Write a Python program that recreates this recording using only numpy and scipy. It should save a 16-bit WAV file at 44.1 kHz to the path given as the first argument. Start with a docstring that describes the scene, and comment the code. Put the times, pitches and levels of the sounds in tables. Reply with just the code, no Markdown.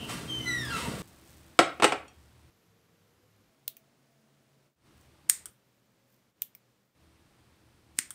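"""First you hear a china plate of bread judder, scrape and squeak over a glossy table as its foot ring
catches and slips. It is set down with a clatter. Kitchen scissors then cut the soft slices almost
silently: the handles clack shut and the pivot ticks as they open. Behind it all the kitchen hisses and
a distant motor hums. The sound runs in short stretches, some sped up, which raises the pitch of the
scissors and the background and makes the scissors ring more briefly."""
import sys
import numpy as np
from scipy import signal
from scipy.fft import rfft, irfft, next_fast_len
from scipy.io import wavfile

SR = 44100
rng = np.random.default_rng(int(sys.argv[2]) if len(sys.argv) > 2 else 0)


def int16_out(signal):
    """Quantize to a 16-bit WAV file."""
    q = np.round(np.clip(np.atleast_2d(signal).T, -1, 1) * 32767)
    wavfile.write(sys.argv[1], SR, q.astype(np.int16))


N = 358974
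TIME = np.arange(N) / SR
RING_TIME = TIME[:SR // 2]   # half a second for a hit to ring out

# Stretches of sound. Each row: start in seconds, speed factor, then room noise, hum and whine in dB.
STRETCHES = [(0, 1.034, -49, -53, -60), (1.02, 1.01, -59, -65.5, -67.5), (2.0, 1.01, -63, -61, -77),
             (2.5, 1.42, -68.5, -72.5, -77.5), (3.5, 1.87, -69.5, -74.5, -79.5), (4.76, 1, -63, -70, -77),
             (5.5, 1.67, -71, -75.5, -83.5), (6.95, 1.01, -65, -70, -74.5)]
# Tone colours of five noises. Each row: frequency in Hz, relative level in dB.
SCRAPE_COLOUR = [(250, -29), (450, -8), (700, -2.5), (1100, 1.5), (1800, -1.5), (2700, -2), (4500, -6),
                 (6000, -10.5), (8500, -13), (11000, -16), (15000, -23)]
RUMBLE_COLOUR = [(21, -47), (35, -31), (54, -14), (168, 0.5), (273, -2), (360, -13.5), (429, -5.5),
                 (559, -13), (700, -11.5), (910, -40), (1540, -120)]
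ROOM_COLOUR = [(20, -22), (50, -9.5), (85, -5.5), (140, -4.5), (200, -8), (300, -9.5), (450, -14.5),
               (800, -16.5), (2000, -21), (4600, -25.5), (7200, -31.5), (8400, -28.5), (11000, -34),
               (15000, -37)]
CLATTER_COLOUR = [(50, -25), (130, -11), (300, -7.5), (500, -1), (750, 4), (1200, -3), (1700, -2),
                  (2500, -1), (4000, -9.5), (6000, -13.5), (9000, -16), (11000, -20.5), (15000, -27)]
CRUMB_COLOUR = [(500, -16), (2000, -6), (6000, -2), (9000, -6.5), (15000, -2.5)]
# Notes of the sliding plate. Each row: start and length in seconds, pitch in Hz, drop by the end in Hz,
# curve of the drop (1 is straight), level in dB, fade-in in seconds, fade-out in dB per second.
JUDDER_NOTES = [(0, 0.21, 64.1, 2.2, 0.7, -47.5, 0.015, 31), (.25, 0.468, 62.5, 0.41, 2.2, -43, 0.035, -6)]
SQUEAK_NOTES = [(.272, .205, 3200, 210, .85, -41, 0.016, 18), (.38, 0.08, 2090, 17, 1, -58, .015, 12),
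                (.435, 0.12, 1414, 34, 1, -47.5, 0.017, 45)]
SQUEAL_NOTES = [(.44, 0.29, 2016, 513, 1.88, -31.5, 0.039, 40.4),
                (.695, 0.11, 1435, 193.7, 0.97, -37.5, 0.012, 13),
                (.785, 0.11, 1095, 229.6, 0.82, -45, 0.011, 10)]
# Overtones of those notes. Each row: multiple of the pitch, relative level in dB.
JUDDER_OVERTONES = [(1, -11), (2, 2.5), (3, -18), (4, -9), (5, -4), (6, -11)]
SQUEAK_OVERTONES = [(1, 5.5), (2, -12.5), (3, -40)]
SQUEAL_OVERTONES = [(1, 1), (2, -6.5), (3, -10), (4, -23), (5, -23.5), (6, -28), (7, -32)]
# Swells. Each row: peak time in seconds, level in dB, seconds to rise by 20 dB, seconds to fall by 20 dB.
FOOT_BITES = [(0.096, -39, 0.02, 0.18), (.785, -39.5, 0.19, 0.33)]   # the foot ring bites into the table
HUM_SWELLS = [(4.45, 4.5, 0.98, 0.81)]   # level counted from the steady hum
BREAD_RUBS = [(1.031, -62, 0.041, 1.2), (2.421, -74, 0.68, .15), (3.15, -84, 2.5, 1.1),
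              (5.02, -73, .2, 0.14), (5.57, -88, 0.16, .15), (5.75, -81.5, 0.11, .11),
              (6.13, -74, .12, .11), (7.5, -85, 1.2, 1.5), (7.975, -55.5, .025, 0.075), (8.1, -73, .2, .4)]   # fingers and blades rub the bread
# Ringing tones at normal speed. Each row: pitch in Hz, width in Hz (narrow rings longer), level in dB.
MOTOR_TONES = [(73.3, 9, -1), (118, 16, -6)]
PLATE_TONES = [(130.2, 6, -9), (268, 20, -0.5), (330, 32, 3.5), (412, 20, 2.5), (530, 27, -3), (668, 52, 0),
               (733, 59, 3), (777, 9.2, -0.5), (1050, 64, -1), (1353, 80, 3), (1794, 45, -10.5),
               (2140, 50, -4), (2470, 140, -4.5), (8520, 240, -12)]   # plate and table together
RIM_TONES = [(2650, 29, 1), (3240, 18, 6), (4400, 29, -1), (5700, 29, -1), (6900, 55, -5), (8420, 29, -7),
             (10400, 60, -13)]
HANDLE_TONES = [(1930, 570, -2), (3300, 700, -3.5), (4600, 2600, -4), (7160, 560, 3), (8400, 530, 4),
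                (9460, 1000, 1), (12300, 1500, -5.5), (14950, 800, -7)]
BLADE_TONES = [(1350, 330, 1.5), (3210, 280, 1), (6070, 1500, -5), (7060, 420, 0), (8870, 1300, 4),
               (11890, 1100, -2), (14600, 1800, -3)]
# The motor speeds up. Each row: peak time in seconds, added Hz at normal speed, rise and fall in seconds.
MOTOR_SURGES = [(3.42, 40.07, .55, .1), (4.0, 40, .85, 1.2)]
# The background dips briefly. Each row: time in seconds, depth in dB, seconds to sink, seconds to return.
BACKGROUND_DIPS = [(4.76, 16.5, 0.092, .11), (6.335, 7.5, .045, .055), (6.93, 5, 0.2, 0.082)]
# The plate hits the table. Each row: start in seconds, level in dB, Hz above which the knock is dulled.
PLATE_KNOCKS = [(0.0979, -14.5, 7000), (1.590, 14.5, 5570), (1.799, -4.5, 1750), (1.823, 8.5, 2420),
                (1.832, 6, 4940), (1.8424, 11, 8000), (1.8448, 8.5, 1800), (1.9217, 2, 3020),
                (1.926, -1.5, 800)]
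# A fingernail brushes the rim. Each row: start in seconds, level in dB.
RIM_CLINKS = [(2.08, -30)]
# The handles shut. Each row: time in seconds, level in dB, brightness in dB per octave, relative thump dB.
HANDLE_CLACKS = [(3.6790, -2.5, -0.6, -15), (5.2969, 12.5, 2, -24), (6.42, -2.5, 1, -13.5),
                 (7.9875, 7, -2.5, -5.5)]
# The blades part. Each row: start in seconds, level in dB.
PIVOT_TICKS = [(3.7677, -26.5), (5.4566, -15), (6.55, -26.5), (8.1059, -14.5)]
# The kitchen's echo. Each row: frequency in Hz, seconds to fade by 60 dB, both at normal speed.
ECHO_TIMES = [(150, .4), (700, 0.33), (2000, .36), (5000, 0.27), (9000, 0.22), (15000, .22)]

SLIDE_END_S, CUTOFF_HZ = STRETCHES[1][0], 15550
PORT_HZ, PORT_WIDTH_HZ, PORT_DB = 8220, 1200, 3.5   # the microphone's opening rings (Hz at normal speed)


def from_db(db):
    """Turn decibels into a volume factor."""
    return 10 ** (np.asarray(db) / 20)


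def rms_one(x):
    """Scale a sound to an average power of 1."""
    return x / np.sqrt(np.mean(x ** 2) + 1e-20)


def unit_energy(x):
    """Scale a sound to a total energy of 1."""
    return x / np.sqrt(np.sum(x ** 2) + 1e-20)


def add(out, s, x):
    """Mix x into out, starting at s seconds."""
    at = max(round(s * SR), 0)
    out[at:at + len(x)] += x[:N - at]


def drift(rate_hz, count=N):
    """A smooth random wobble, about 1 in size."""
    r = np.exp(-2 * np.pi * rate_hz / SR)
    return rms_one(signal.lfilter([1], [1, -2 * r, r * r], rng.standard_normal(count)))


def colour(x, spectrum, speed=1):
    """Give a sound a tone colour, shifted up by speed."""
    size = 2 * next_fast_len(len(x))
    hz, db = np.transpose(spectrum)
    level = np.interp(np.log(np.fft.rfftfreq(size, 1 / SR) / speed + 1), np.log(hz), db)
    cepstrum = irfft(np.log(from_db(level)))[:size // 2]   # keep half, so nothing rings before a hit
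    cepstrum[1:] *= 2
    return irfft(rfft(x, size) * np.exp(rfft(cepstrum, size)))[:len(x)]


def resonate(x, hz, width_hz):
    """Make a sound ring at one pitch."""
    r, angle = np.exp(-np.pi * width_hz / SR), 2 * np.pi * hz / SR
    return signal.lfilter(np.array([1, 0, -1]) * (1 - r * r) / 2, [1, -2 * r * np.cos(angle), r * r], x + 1e-18)


def ring(x, tones, speed=1):
    """An object rings at several pitches; every other one is flipped, and any too high are skipped."""
    return sum((-1) ** k * from_db(db) * resonate(x, hz * speed, width * speed)
               for k, (hz, width, db) in enumerate(tones) if hz * speed < SR / 2)


def distance(s, rise_s, fall_s):
    """Distance from time s: 0 there, 1 at rise_s before and at fall_s after."""
    return np.maximum((s - TIME) / rise_s, (TIME - s) / fall_s)


def ramps(rows):
    """Straight rises and falls, with zero in between."""
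    return sum(height * np.maximum(1 - distance(s, rise, fall), 0) for s, height, rise, fall in rows)


def swells(steady_db, rows):
    """Volume of a steady sound with swells on top."""
    power = sum(from_db(db - 20 * np.minimum(distance(s, rise, fall), 10)) ** 2
                for s, db, rise, fall in rows)
    return np.sqrt(from_db(steady_db) ** 2 + power)


def grains(per_s, spread_db):
    """Tiny slips of uneven size at random moments."""
    out, at = np.zeros(N), np.flatnonzero(rng.random(N) < per_s / SR)
    size, sign = rng.exponential(1, N)[at], np.sign(rng.random(N)[at] - .5)
    out[at] = sign * from_db(spread_db * np.minimum(size, 5))
    return out


def kitchen_echo(x, tail_db, early_db, speed=1):
    """Add quick echoes off table and hands, and a tail whose high notes die first."""
    hz, fade_times = np.transpose(ECHO_TIMES)
    count, age = len(RING_TIME), RING_TIME * speed
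    noise = rfft(rng.standard_normal(count))
    pitch = np.log(np.fft.rfftfreq(count, 1 / SR) / speed + 1)
    tail = sum(irfft(noise * np.interp(pitch, np.log(hz), band), count) * from_db(-60 * age / fade_s)
               for band, fade_s in zip(np.eye(len(hz)), fade_times))
    early = rng.standard_normal(count) * from_db(-60 * age / .036)
    echoes = from_db(tail_db) * unit_energy(tail * (age > .006))
    echoes += from_db(early_db) * unit_energy(early * (age > .001))
    return x + signal.fftconvolve(x, echoes)[:len(x)]


def scrape(slips):
    """The foot ring scrapes in many tiny slips, and specks of grit tick under it."""
    rasp = swells(steady_db=-54, rows=FOOT_BITES) * rms_one(colour(slips, SCRAPE_COLOUR))
    grit = from_db(-59) * rms_one(colour(grains(per_s=160, spread_db=3), CRUMB_COLOUR))
    return rasp + grit


def chirp(slips, hold_s=.054, fade_db_per_s=348):
    """The slips ring in a hoarse chirp as the plate starts to move."""
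    db = -49 - fade_db_per_s * np.clip(TIME - hold_s, 0, 1)
    return from_db(db) * rms_one(resonate(resonate(slips, 2860, 500), 2840, 500))


def table_rumble():
    """The table rumbles most as the plate stops, and gives way while the plate judders."""
    braking = (.894, -35, .1, .21)   # peak time, dB, rise, fall
    gain = swells(steady_db=-42.5, rows=[braking])
    rumble = rms_one(colour(grains(per_s=1500, spread_db=1), RUMBLE_COLOUR))
    judder_gain = sum(note_shape(*row)[1] for row in JUDDER_NOTES)
    return gain * rumble / (1 + judder_gain / from_db(-41))   # a judder at -41 dB halves it


def note_shape(start, length, hz, drop_hz, curve, db, attack_s, fade_db_per_s, release_s=.024):
    """Pitch and volume of one note: the foot ring catches, the pitch sinks as it slows, and it lets go."""
    age = np.clip(TIME - start, 0, length)
    gate = np.clip(age / attack_s, 0, 1) ** 2 * np.clip((length - age) / release_s, 0, 1)
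    return hz - drop_hz * (age / length) ** curve, from_db(db - fade_db_per_s * age) * gate


def stick_slip(notes, overtones, jitter, flutter_db, wobble_hz):
    """Regular catching and slipping makes fluttering notes that grow ragged as they sink."""
    out, count = np.zeros(N), round(SLIDE_END_S * SR)
    for row in notes:
        hz, gain = (x[:count] for x in note_shape(*row))
        ragged = np.minimum(jitter * (hz[0] / np.maximum(hz, 1)) ** 3.7, .05)
        phase = 2 * np.pi * np.cumsum(hz * (1 + ragged * drift(wobble_hz, count))) / SR
        note = sum(from_db(db + flutter_db * drift(wobble_hz, count)) * np.sin(multiple * phase)
                   for multiple, db in overtones)
        out[:count] += rms_one(note) * gain
    return out


def sliding_plate():
    """The plate scrapes, judders and squeaks; its squeal sinks, breaks off and catches again lower."""
    slips = grains(per_s=7600, spread_db=2)
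    scraping = scrape(slips) + chirp(slips)
    rumble = table_rumble()
    judder = stick_slip(JUDDER_NOTES, JUDDER_OVERTONES, jitter=.0044, flutter_db=1.5, wobble_hz=4.9)
    squeak = stick_slip(SQUEAK_NOTES, SQUEAK_OVERTONES, jitter=.0055, flutter_db=1, wobble_hz=180)
    squeal = stick_slip(SQUEAL_NOTES, SQUEAL_OVERTONES, jitter=.00685, flutter_db=1.5, wobble_hz=128)
    friction = kitchen_echo(scraping + squeak + squeal, tail_db=-4.5, early_db=-4.5)
    return (friction + rumble + judder) * (TIME < SLIDE_END_S)


def room_noise(noise, speed):
    """The kitchen's soft hiss and rumble."""
    return rms_one(colour(noise, ROOM_COLOUR, speed))


def motor_hum(noise, speed):
    """A distant motor drones in low, wavering tones."""
    hum = sum(from_db(db) * rms_one(resonate(resonate(noise, hz * speed, width), hz * speed, width))
              for hz, width, db in MOTOR_TONES)
    return rms_one(hum)


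def motor_whine(speed, surge_hz, base_hz=323):
    """The motor's faint upper note wavers, and rises with each surge."""
    hz = speed * (base_hz + surge_hz) * (1 + .025 * drift(49, len(surge_hz)))
    return from_db(3.1 * drift(8, len(hz))) * np.sin(2 * np.pi * np.cumsum(hz) / SR)


def tap(spread_ms):
    """A hard contact. High notes travel fastest as the object bends, so the click sweeps downward."""
    hz = np.fft.rfftfreq(len(RING_TIME), 1 / SR)
    delay_s = spread_ms * np.clip(1 - hz / CUTOFF_HZ, 0, 1) / 1000 + 8 / SR
    return irfft(np.exp(-2j * np.pi * np.cumsum(delay_s) * hz[1]), len(RING_TIME)) * (RING_TIME < .01)


def plate_knocks():
    """Knocks ring the table and the plate, muffled by its bread. A fingernail rings only the rim."""
    out = np.zeros(N)
    for s, db, hardness_hz in PLATE_KNOCKS:
        burst = rng.standard_normal(len(RING_TIME)) * from_db(-60 * RING_TIME / .05)
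        crack = unit_energy(colour(burst, CLATTER_COLOUR))
        ringing = from_db(-3.5) * unit_energy(ring(tap(spread_ms=.87), PLATE_TONES))
        dulling = signal.butter(1, hardness_hz, fs=SR)   # softer contacts sound duller
        add(out, s, from_db(db) * signal.lfilter(*dulling, crack + ringing))
    for s, db in RIM_CLINKS:
        add(out, s, from_db(db) * unit_energy(ring(tap(spread_ms=.94), RIM_TONES)))
    return kitchen_echo(out, tail_db=-9, early_db=-13.5)


def bread_crackle():
    """Soft bread gives only a faint, fine crackle, which swells with each rub."""
    gain = swells(steady_db=-90, rows=BREAD_RUBS) * from_db(1.7 * drift(9.9))
    return gain * rms_one(colour(grains(per_s=5000, spread_db=5), CRUMB_COLOUR))


def speed_at(s):
    """Speed factor of the stretch at s seconds."""
    return [speed for start, speed, *_ in STRETCHES if start <= s][-1]


def blade_rub(length_s, rise_db):
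    """The edges rub faster and faster just before they close."""
    age = RING_TIME[RING_TIME < length_s]
    return unit_energy(rng.standard_normal(len(age)) * from_db(rise_db * (age / length_s - 1)))


def scissor_clacks():
    """The blades rub, then the handles meet, ring and thump in the hand."""
    out = np.zeros(N)
    for s, db, brightness, thump_db in HANDLE_CLACKS:
        speed = speed_at(s)
        blow, rub_s = tap(spread_ms=1.5 / speed), .006 / speed
        tones = [(hz, width, level + brightness * np.log2(hz / 5000)) for hz, width, level in HANDLE_TONES]
        clack = ring(blow, tones, speed) + from_db(thump_db) * resonate(blow, 240 * speed, 130 * speed)
        add(out, s, from_db(db) * kitchen_echo(clack, tail_db=-13.5, early_db=-11, speed=speed))
        add(out, s - rub_s, from_db(db - 20.5) * ring(blade_rub(rub_s, rise_db=22.5), tones, speed))
    return out


def scissor_ticks():
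    """The loose pivot ticks on opening and rings the blades."""
    out = np.zeros(N)
    for s, db in PIVOT_TICKS:
        speed = speed_at(s)
        tick = ring(tap(spread_ms=.65 / speed), BLADE_TONES, speed)
        add(out, s, from_db(db) * kitchen_echo(tick, tail_db=-8.5, early_db=-1, speed=speed))
    return out


def scene():
    """Mix stretch by stretch; the background and the microphone's ring rise in pitch with the speed."""
    action = sliding_plate() + plate_knocks() + scissor_clacks() + scissor_ticks() + bread_crackle()
    dip_gain = from_db(-ramps(BACKGROUND_DIPS))
    hum_gain, surge_hz = swells(0, HUM_SWELLS), ramps(MOTOR_SURGES)
    edges = [round(row[0] * SR) for row in STRETCHES] + [N]
    air, engine = rng.standard_normal((2, N + SR))
    pieces = []
    for (_, speed, room_db, hum_db, whine_db), a, b in zip(STRETCHES, edges, edges[1:]):
        room = from_db(room_db) * room_noise(air[a:b], speed)
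        hum = from_db(hum_db) * hum_gain[a:b] * motor_hum(engine[a:b + SR], speed)[SR:]   # skip build-up
        whine = from_db(whine_db) * motor_whine(speed, surge_hz[a:b])
        port = from_db(PORT_DB) * resonate(action[a:b], PORT_HZ * speed, PORT_WIDTH_HZ * speed)
        pieces.append(action[a:b] + port + (room + hum + whine) * dip_gain[a:b])
    mid = np.concatenate(pieces)
    # left and right are almost alike
    side = from_db(-33.5) * signal.fftconvolve(mid, unit_energy(rng.standard_normal(200)))[:N]
    return np.array([mid + side, mid - side])


def record(dry):
    """Round off the loudest peaks and remove the highest treble."""
    rounded = .8 * np.tanh(dry / .8)
    return signal.sosfilt(signal.ellip(10, .1, 80, CUTOFF_HZ, fs=SR, output="sos"), rounded)


dry = scene()
out = record(dry)
int16_out(out)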